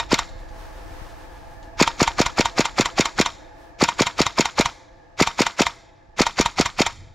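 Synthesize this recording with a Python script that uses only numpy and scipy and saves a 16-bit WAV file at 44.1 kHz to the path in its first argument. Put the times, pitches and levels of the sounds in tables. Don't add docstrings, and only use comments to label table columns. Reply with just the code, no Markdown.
import sys
import numpy as np
from scipy import signal
from scipy.fft import rfft, irfft, next_fast_len
from scipy.io import wavfile
from scipy.ndimage import uniform_filter1d

SR = 44100
rng = np.random.default_rng(int(sys.argv[2]) if len(sys.argv) > 2 else 0)


def log_audio(samples):
    frames = np.atleast_2d(samples).T
    limited = np.clip(frames, -1, 1)
    pcm = np.round(limited * 32767).astype(np.int16)
    wavfile.write(sys.argv[1], SR, pcm)


N = 314874

# (muzzle pop time [s], relative level of the thump through the shooter's body [dB])
SHOTS = [(0.1314, -35), (1.815, -30), (2.0179, -23.5), (2.2039, -26), (2.397, -29), (2.5956, -40),
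         (2.7985, -39), (2.997, -33.5), (3.2018, -35), (3.8276, -37.5), (4.0092, -33), (4.206, -28.5),
         (4.397, -34.5), (4.5988, -27.5), (5.2137, -30), (5.4071, -37), (5.6076, -34), (6.207, -30.5),
         (6.4003, -25.5), (6.6003, -30), (6.8064, -31.5)]
# (time [s], relative level [dB])
OPENING_BOLT = [(-.001, -1.5)]
# (time after pop [ms], relative level [dB], rise [ms], fall [ms], resonance [Hz], width [Hz])
FIRING_CONTACTS = [(-21.5, -27, 0.28, 1.1, 6300, 1600), (-15.5, -16.5, 1.4, 7.2, 718, 250),
                   (-14.5, -19, 3.35, 4.7, 1100, 370), (-10.5, -14.5, 0.63, 1.8, 4700, 420),
                   (-7.5, -25, 7.8, 9.4, 2090, 270), (-3, -19, 2.4, 1.2, 6300, 1500),
                   (14.5, -28.5, 0.59, 5.9, 690, 380), (27, -28, 0.67, 5.3, 1380, 210)]
# (time after it is home [ms], relative level [dB], rise [ms], fall [ms], resonance [Hz], width [Hz])
SEATING_CONTACTS = [(-11, -28.5, 1.8, 3.7, 1050, 320), (-7.5, -30, 6.5, 2.9, 3300, 350),
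                    (-1, -12.5, 1.4, 3.2, 1021, 185), (5, -38.5, 0.75, 2.4, 576, 100),
                    (17, -37.5, 7.6, 25, 1010, 300), (30, -31, 1.3, 6.8, 1150, 450),
                    (40, -33.5, 0.87, 2.5, 3300, 700)]
# (time after pop [ms], relative level [dB], rise [ms], fall [ms])
SLIDES = [(-9, -19, 9.76, 18.5), (7.5, -21.5, 2.1, 6.5), (14, -17, 0.57, 9.7), (47.5, -40, 5.6, 2.8)]
# (frequency [Hz], width [Hz], relative level [dB])
RAIL_MODES = [(130, 230, -1.5), (730, 1600, -11.5), (1290, 440, 1.5), (2316, 390, 3), (3280, 440, -8.5),
              (3980, 1440, -3.5), (5430, 610, -6), (6850, 360, -7)]
# (frequency [Hz], width [Hz], relative level [dB])
REAR_STOP_MODES = [(158, 140, -4.5), (614, 140, 1.5), (1307, 67, -8), (2190, 150, 0), (2600, 160, 0),
                   (3700, 160, 2), (4360, 203, 1.5), (5060, 300, -4), (5560, 180, -30), (5750, 280, -4),
                   (6950, 400, -2.5), (6740, 230, -19.5), (9500, 4400, -19.5)]
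# (frequency [Hz], width [Hz], relative level [dB])
BREECH_MODES = [(150, 260, -17.5), (1456, 50, 5), (2000, 140, 1.5), (2130, 490, 3), (3110, 190, 3.5),
                (3780, 360, 0.5), (4340, 260, -0.5), (6020, 370, -3), (6880, 130, -14.5), (7140, 450, -2),
                (9500, 2100, -15.5)]
# (frequency [Hz], width [Hz], relative level [dB])
FRAME_MODES = [(689, 22.5, -10.5), (932.3, 27.2, 2), (1150, 26, -12), (1360, 54, -10.5), (1860, 19, -14),
               (2092, 31, -7.5), (2414, 27, -9.5), (3250, 32, -13), (3670, 30.5, -6.5), (3890, 31, -13.5),
               (4600, 26, -24.5), (4700, 26, -20.5), (5160, 20, -17.5), (5300, 38, -15), (5480, 16, -16.5),
               (7000, 45, -13), (7500, 93, -14)]
# (frequency [Hz], relative level [dB])
FOREST_TONE = [(100, -10), (300, -16.5), (900, -10), (2000, -4.5), (2850, -10.5), (3400, -1.5), (5000, 1.5),
               (6800, 3), (9000, 5.5), (15000, 2.5)]
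# (time [s], level [dB])
ENGINE_LEVEL = [(0, -39.5), (1.3, -43), (2.2, -45.5), (3.5, -50.5), (4.75, -59), (6, -58.5), (7.14, -47.5)]
# (frequency [Hz], width [Hz], relative level [dB])
EXHAUST_MODES = [(29.1, 6, 2), (46, 8, -1.5), (61, 4.7, -8), (90, 16, -9), (150.5, 100, -24.5)]
# (time [s], level [dB])
DRONE_LEVEL = [(0.0, -46), (0.28, -46), (1.69, -46.5), (2.24, -44.5), (7.14, -59)]
# (frequency [Hz], width [Hz], relative level [dB])
DRONE_MODES = [(319.4, 39.5, 2), (515, 30, 3), (670.4, 25.3, 5.5), (849, 52, 3), (1170, 170, -12),
               (1700, 110, -5.5), (2260, 550, -20.5), (4500, 2000, -28)]
# (time [s], level [dB])
SLEEVE_LEVEL = [(0, -60), (.45, -55), (.65, -47.5), (1.0, -45.5), (1.35, -51.5), (1.7, -56.5), (3.3, -66),
                (3.9, -74.5), (7.14, -92)]
# (frequency [Hz], relative level [dB])
CLOTH_TONE = [(300, 4.5), (1000, 10), (2000, 2), (3000, -2.5), (6000, -6.5), (7300, -11), (8200, -6),
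              (11000, -7), (12200, -9), (15000, -9)]
# (time [s], half length [s], level [dB])
SLEEVE_BRUSH = (3.63, 0.07, -55.5)
# (time [s], half length [s], level [dB])
BREEZE_GUST = (7.0, 0.114, -49.5)
# (frequency [Hz], width [Hz], relative level [dB])
BODY_MODES = [(30, 16, 0), (54.5, 18, 3), (99.5, 45, -2.5)]
# (time [s], level [dB])
HANDLING_TICKS = [(.39, -58), (.488, -52.5), (1.63, -50)]
# (frequency [Hz], level [dB])
PORT_TONE = [(20, 1), (7400, -0.5), (8000, -6), (10000, -6.5), (10900, -13.5), (12200, -4), (13400, -13),
             (15500, -13)]
# (frequency [Hz], level [dB])
PORT_DIFFERENCE = [(150, -56), (700, -51.5), (1400, -45), (2500, -54), (3800, -49.5), (4800, -27),
                   (6900, -27.5), (8200, -20.5), (10000, -13), (12500, -0.5), (15500, 3)]

BLOCK_SIZE = 8192
CREST = BLOCK_SIZE // 3
BLOCK_MS = (np.arange(BLOCK_SIZE) - CREST) * 1000 / SR
FFT_SIZE = next_fast_len(N + 2 * SR)

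RECOVERY_S, RESTED_DB, RESTED_STROKE_S = 2, 5, .0034
STROKE_S = 0.06
POP_DB, STOP_DB, HOME_DB, UNEVEN_DB = -.5, 0.33, -0.7, 0.12


def undb(db):
    return 10 ** (np.asarray(db) / 20)


def unit(x):
    return x / np.sqrt(np.mean(x ** 2, axis=-1, keepdims=True))


def fader(rows):
    return undb(np.interp(np.arange(N) / SR, *np.transpose(rows)))


def surge(at, half_s, db):
    return undb(db) * np.exp(-((np.arange(N) / SR - at) / half_s) ** 2)


def walk(rate):
    hold = int(SR / rate)
    steps = np.repeat(rng.standard_normal(N // hold + 1), hold)
    return unit(uniform_filter1d(steps, hold)[:N])


def bins(size):
    return np.maximum(np.arange(size // 2 + 1) * SR / size, 1)


def slope(points, size):
    hz, db = np.transpose(points)
    return undb(np.interp(np.log(bins(size)), np.log(hz), db))


def humps(modes, size):
    f = bins(size)
    power = 1e-12
    for hz, width, db in modes:
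        off_pitch = (f - hz * hz / f) / width / 2
        power = power + undb(2 * db) / (1 + off_pitch ** 2) ** 2
    return np.sqrt(power)


def causal(x, gain):
    size = 2 * (len(gain) - 1)
    cepstrum = irfft(np.log(gain), size)
    cepstrum[1:size // 2] *= 2
    cepstrum[size // 2 + 1:] = 0
    response = np.exp(rfft(cepstrum))
    return irfft(rfft(x, size) * response, size)[..., :x.shape[-1]]


def blows(times, db, rise_ms, fall_ms, modes, alike=0.25, chatter_db=3):
    swell = np.exp(np.minimum(BLOCK_MS / rise_ms, -BLOCK_MS / fall_ms))
    swell = swell * np.clip(BLOCK_MS / rise_ms + 4, 0, 1)
    chance = rng.standard_normal((len(times) + 1, BLOCK_SIZE))
    impacts = np.sqrt(alike) * chance[0] + np.sqrt(1 - alike) * chance[1:]
    grip = np.repeat(rng.standard_normal((len(times), BLOCK_SIZE // 32)), 32, axis=1)
    impacts = impacts * undb(chatter_db * grip)
    ringing = causal(impacts * swell, humps(modes, BLOCK_SIZE))
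    sounds = unit(ringing) * np.sqrt(np.mean(swell ** 2))
    out = np.zeros(N + 2 * SR)
    starts = (SR * (times + 1)).astype(int) - CREST
    for start, sound, gain in zip(starts, sounds, undb(db)):
        out[start:start + BLOCK_SIZE] += gain * sound
    return out[SR:SR + N]


def contacts(times, force_db, table, wander=.035, uneven_db=0.63):
    out = 0
    for ms, db, rise, fall, hz, width in table:
        late, hard = rng.standard_normal((len(times), 2)).T
        at = times + ms * (1 + wander * late) * 1e-3
        level_db = force_db + db + uneven_db * hard
        out = out + blows(at, level_db, rise, fall, [(hz, width, 0)], alike=0.6, chatter_db=2)
    return out


def frame(times, force_db, uneven_db=2, detune=0.0036):
    t = np.arange(BLOCK_SIZE) / SR
    hz, width, db = np.transpose(FRAME_MODES)[:, :, None]
    out = np.zeros(N + SR)
    for at, force in zip(times, force_db):
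        share, bend, phase = rng.standard_normal((3, len(FRAME_MODES), 1))
        pitch = hz * (1 + detune * bend)
        modes = np.exp(-np.pi * width * t) * np.sin(2 * np.pi * (pitch * t + phase))
        gains = undb(force + db - 19 + uneven_db * share)
        start = int(max(at, 0) * SR)
        out[start:start + BLOCK_SIZE] += np.sum(gains * modes, axis=0)
    return out[:N]


def bolt_home(home, home_db, reach_s=.004):
    sound = contacts(home, home_db, SEATING_CONTACTS)
    sound += blows(home - reach_s, home_db - 31, rise_ms=11, fall_ms=31, modes=RAIL_MODES, chatter_db=0)
    sound += blows(home - .0005, home_db - 16, rise_ms=2.6, fall_ms=4.96, modes=BREECH_MODES,
                   alike=0.65, chatter_db=2.5)
    return sound + frame(home, home_db - 0.8)


def forest(x, echo_db=-22.5, build_s=0.054, low_t60_s=0.99, high_t60_s=0.42, split_hz=2600, patchy_db=4):
    t = np.arange(SR) / SR
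    patches = np.repeat(rng.standard_normal(SR // 100), 100)
    scatter = rng.standard_normal(SR) * undb(patchy_db * patches)
    scatter = causal(scatter, slope(FOREST_TONE, SR))
    low = signal.sosfilt(signal.butter(2, split_hz, fs=SR, output="sos"), scatter)
    high = signal.sosfilt(signal.butter(2, split_hz, "high", fs=SR, output="sos"), scatter)
    tail = low * undb(-60 * t / low_t60_s) - high * undb(-60 * t / high_t60_s)
    tail = tail * (1 - np.exp(-t / build_s))
    return undb(echo_db) * signal.fftconvolve(x, unit(tail) / np.sqrt(SR))[:N]


def engine(firing_hz=19.72, uneven_s=0.0023, scatter_db=4.5, rumble=0.97):
    late, hard = rng.standard_normal((200, 2)).T
    at = (SR * (np.arange(len(late)) / firing_hz + uneven_s * late)).astype(int)
    heard = (at >= 0) & (at < N)
    thuds = np.bincount(at[heard], undb(scatter_db * hard[heard]), N)
    drive = unit(thuds) + rumble * rng.standard_normal(N)
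    return unit(causal(drive, humps(EXHAUST_MODES, FFT_SIZE))) * fader(ENGINE_LEVEL)


def drone():
    return unit(causal(rng.standard_normal(N), humps(DRONE_MODES, FFT_SIZE))) * fader(DRONE_LEVEL)


def sleeve(grain_db=3, tugs_per_s=16, tug_db=2.5):
    grains = rng.standard_normal(N) * undb(grain_db * rng.standard_normal(N))
    tugs = undb(tug_db * walk(tugs_per_s))
    motion = fader(SLEEVE_LEVEL) * tugs + surge(*SLEEVE_BRUSH)
    return unit(causal(grains, slope(CLOTH_TONE, FFT_SIZE))) * motion


def breeze(steady_db=-59.5):
    modes = [(55, 36, -7.5), (96, 33, 3.5)]  # (frequency [Hz], width [Hz], relative level [dB])
    rumble = unit(causal(rng.standard_normal(N), humps(modes, FFT_SIZE)))
    return rumble * (undb(steady_db) + surge(*BREEZE_GUST))


def firing_action(fired, pop_db):
    sound = contacts(fired, pop_db, FIRING_CONTACTS)
    for ms, db, rise, fall in SLIDES:
        sound += blows(fired + ms * 1e-3, pop_db + db, rise, fall, RAIL_MODES, chatter_db=2.5)
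    return sound


def body_thumps(fired, home, recoil_db):
    recoil = blows(fired - .002, recoil_db + 3, rise_ms=4, fall_ms=7, modes=BODY_MODES, chatter_db=0)
    closing = blows(home - .005, recoil_db + 1, rise_ms=2.2, fall_ms=7, modes=BODY_MODES, chatter_db=3.5)
    return recoil + closing


def muzzle(times, db, lead_s=0.0013, start_hz=630, end_hz=120, glide_s=0.0023, crest_s=0.0015):
    t = np.arange(BLOCK_SIZE) / SR
    hz = end_hz + (start_hz - end_hz) * np.exp(-t / glide_s)
    swell = t / crest_s * np.exp(1 - t / crest_s)
    pop = -np.sin(2 * np.pi * np.cumsum(hz) / SR) * swell
    kicks = np.zeros(N)
    kicks[((times - lead_s) * SR).astype(int)] = undb(db - 3)
    return signal.fftconvolve(kicks, pop)[:N]


def rear_stop(fired, stop_db, travel_s=.0113):
    hit = fired + travel_s
    crack = blows(hit, stop_db - 9, rise_ms=1, fall_ms=1.58, modes=REAR_STOP_MODES, alike=0.28, chatter_db=1.5)
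    return crack + frame(hit, stop_db - 2.5)


def handling():
    times, db = np.transpose(HANDLING_TICKS)
    modes = [(3000, 900, -5), (4300, 700, -1), (6450, 1000, -6)]  # (frequency [Hz], width [Hz], level [dB])
    return blows(times, db, rise_ms=2.4, fall_ms=12, modes=modes)


def cycle():
    fired, recoil_db = np.transpose(SHOTS)
    gaps = np.diff(fired)
    rest = np.append(0, np.maximum(gaps - np.median(gaps), 0))
    pressure = 1 - np.exp(-rest / RECOVERY_S)
    pop, stop, closing = UNEVEN_DB * rng.standard_normal((len(fired), 3)).T
    home = fired + STROKE_S + RESTED_STROKE_S * pressure
    pop_db = POP_DB + RESTED_DB * pressure + pop
    stop_db = STOP_DB + RESTED_DB * pressure + stop
    return fired, home, pop_db, stop_db, HOME_DB + closing, recoil_db


def rifle():
    fired, home, pop_db, stop_db, home_db, recoil_db = cycle()
    closings, closings_db = np.vstack([OPENING_BOLT, np.column_stack([home, home_db])]).T
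    bolt = bolt_home(closings, closings_db) + rear_stop(fired, stop_db)
    shots = firing_action(fired, pop_db) + muzzle(fired, pop_db)
    return bolt + shots + body_thumps(fired, home, recoil_db)


def scene():
    shots = rifle()
    aim = np.searchsorted(np.transpose(SHOTS)[0], np.arange(N) / SR + .08) % 3
    echo = sum(forest(shots * (aim == k)) for k in range(3))
    mid = shots + echo + engine() + drone() + sleeve() + handling() + breeze()
    side = undb(-4) * engine() + undb(-2) * drone() + undb(-4) * sleeve()
    return np.array([mid + side, mid - side])


def record(dry, turn=1.6, glint_db=-6, glint_s=.012, ceiling=.88, top_hz=15700):
    spectrum = rfft(causal(dry, slope(PORT_TONE, FFT_SIZE)), FFT_SIZE)
    glints = rng.standard_normal(SR) * np.exp(-np.arange(SR) / SR / glint_s)
    glints = unit(glints) / np.sqrt(SR)
    shift = np.exp(1j * turn) + undb(glint_db) * rfft(glints, FFT_SIZE)
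    difference = slope(PORT_DIFFERENCE, FFT_SIZE) * shift
    left_right = np.array([[1], [-1]])
    heard = irfft(spectrum * (1 + difference * left_right), FFT_SIZE)[:, :N]
    rounded = heard / (1 + (heard / ceiling) ** 6) ** (1 / 6)
    return signal.sosfilt(signal.ellip(10, .2, 80, top_hz, fs=SR, output="sos"), rounded)


dry = scene()
out = record(dry)
log_audio(out)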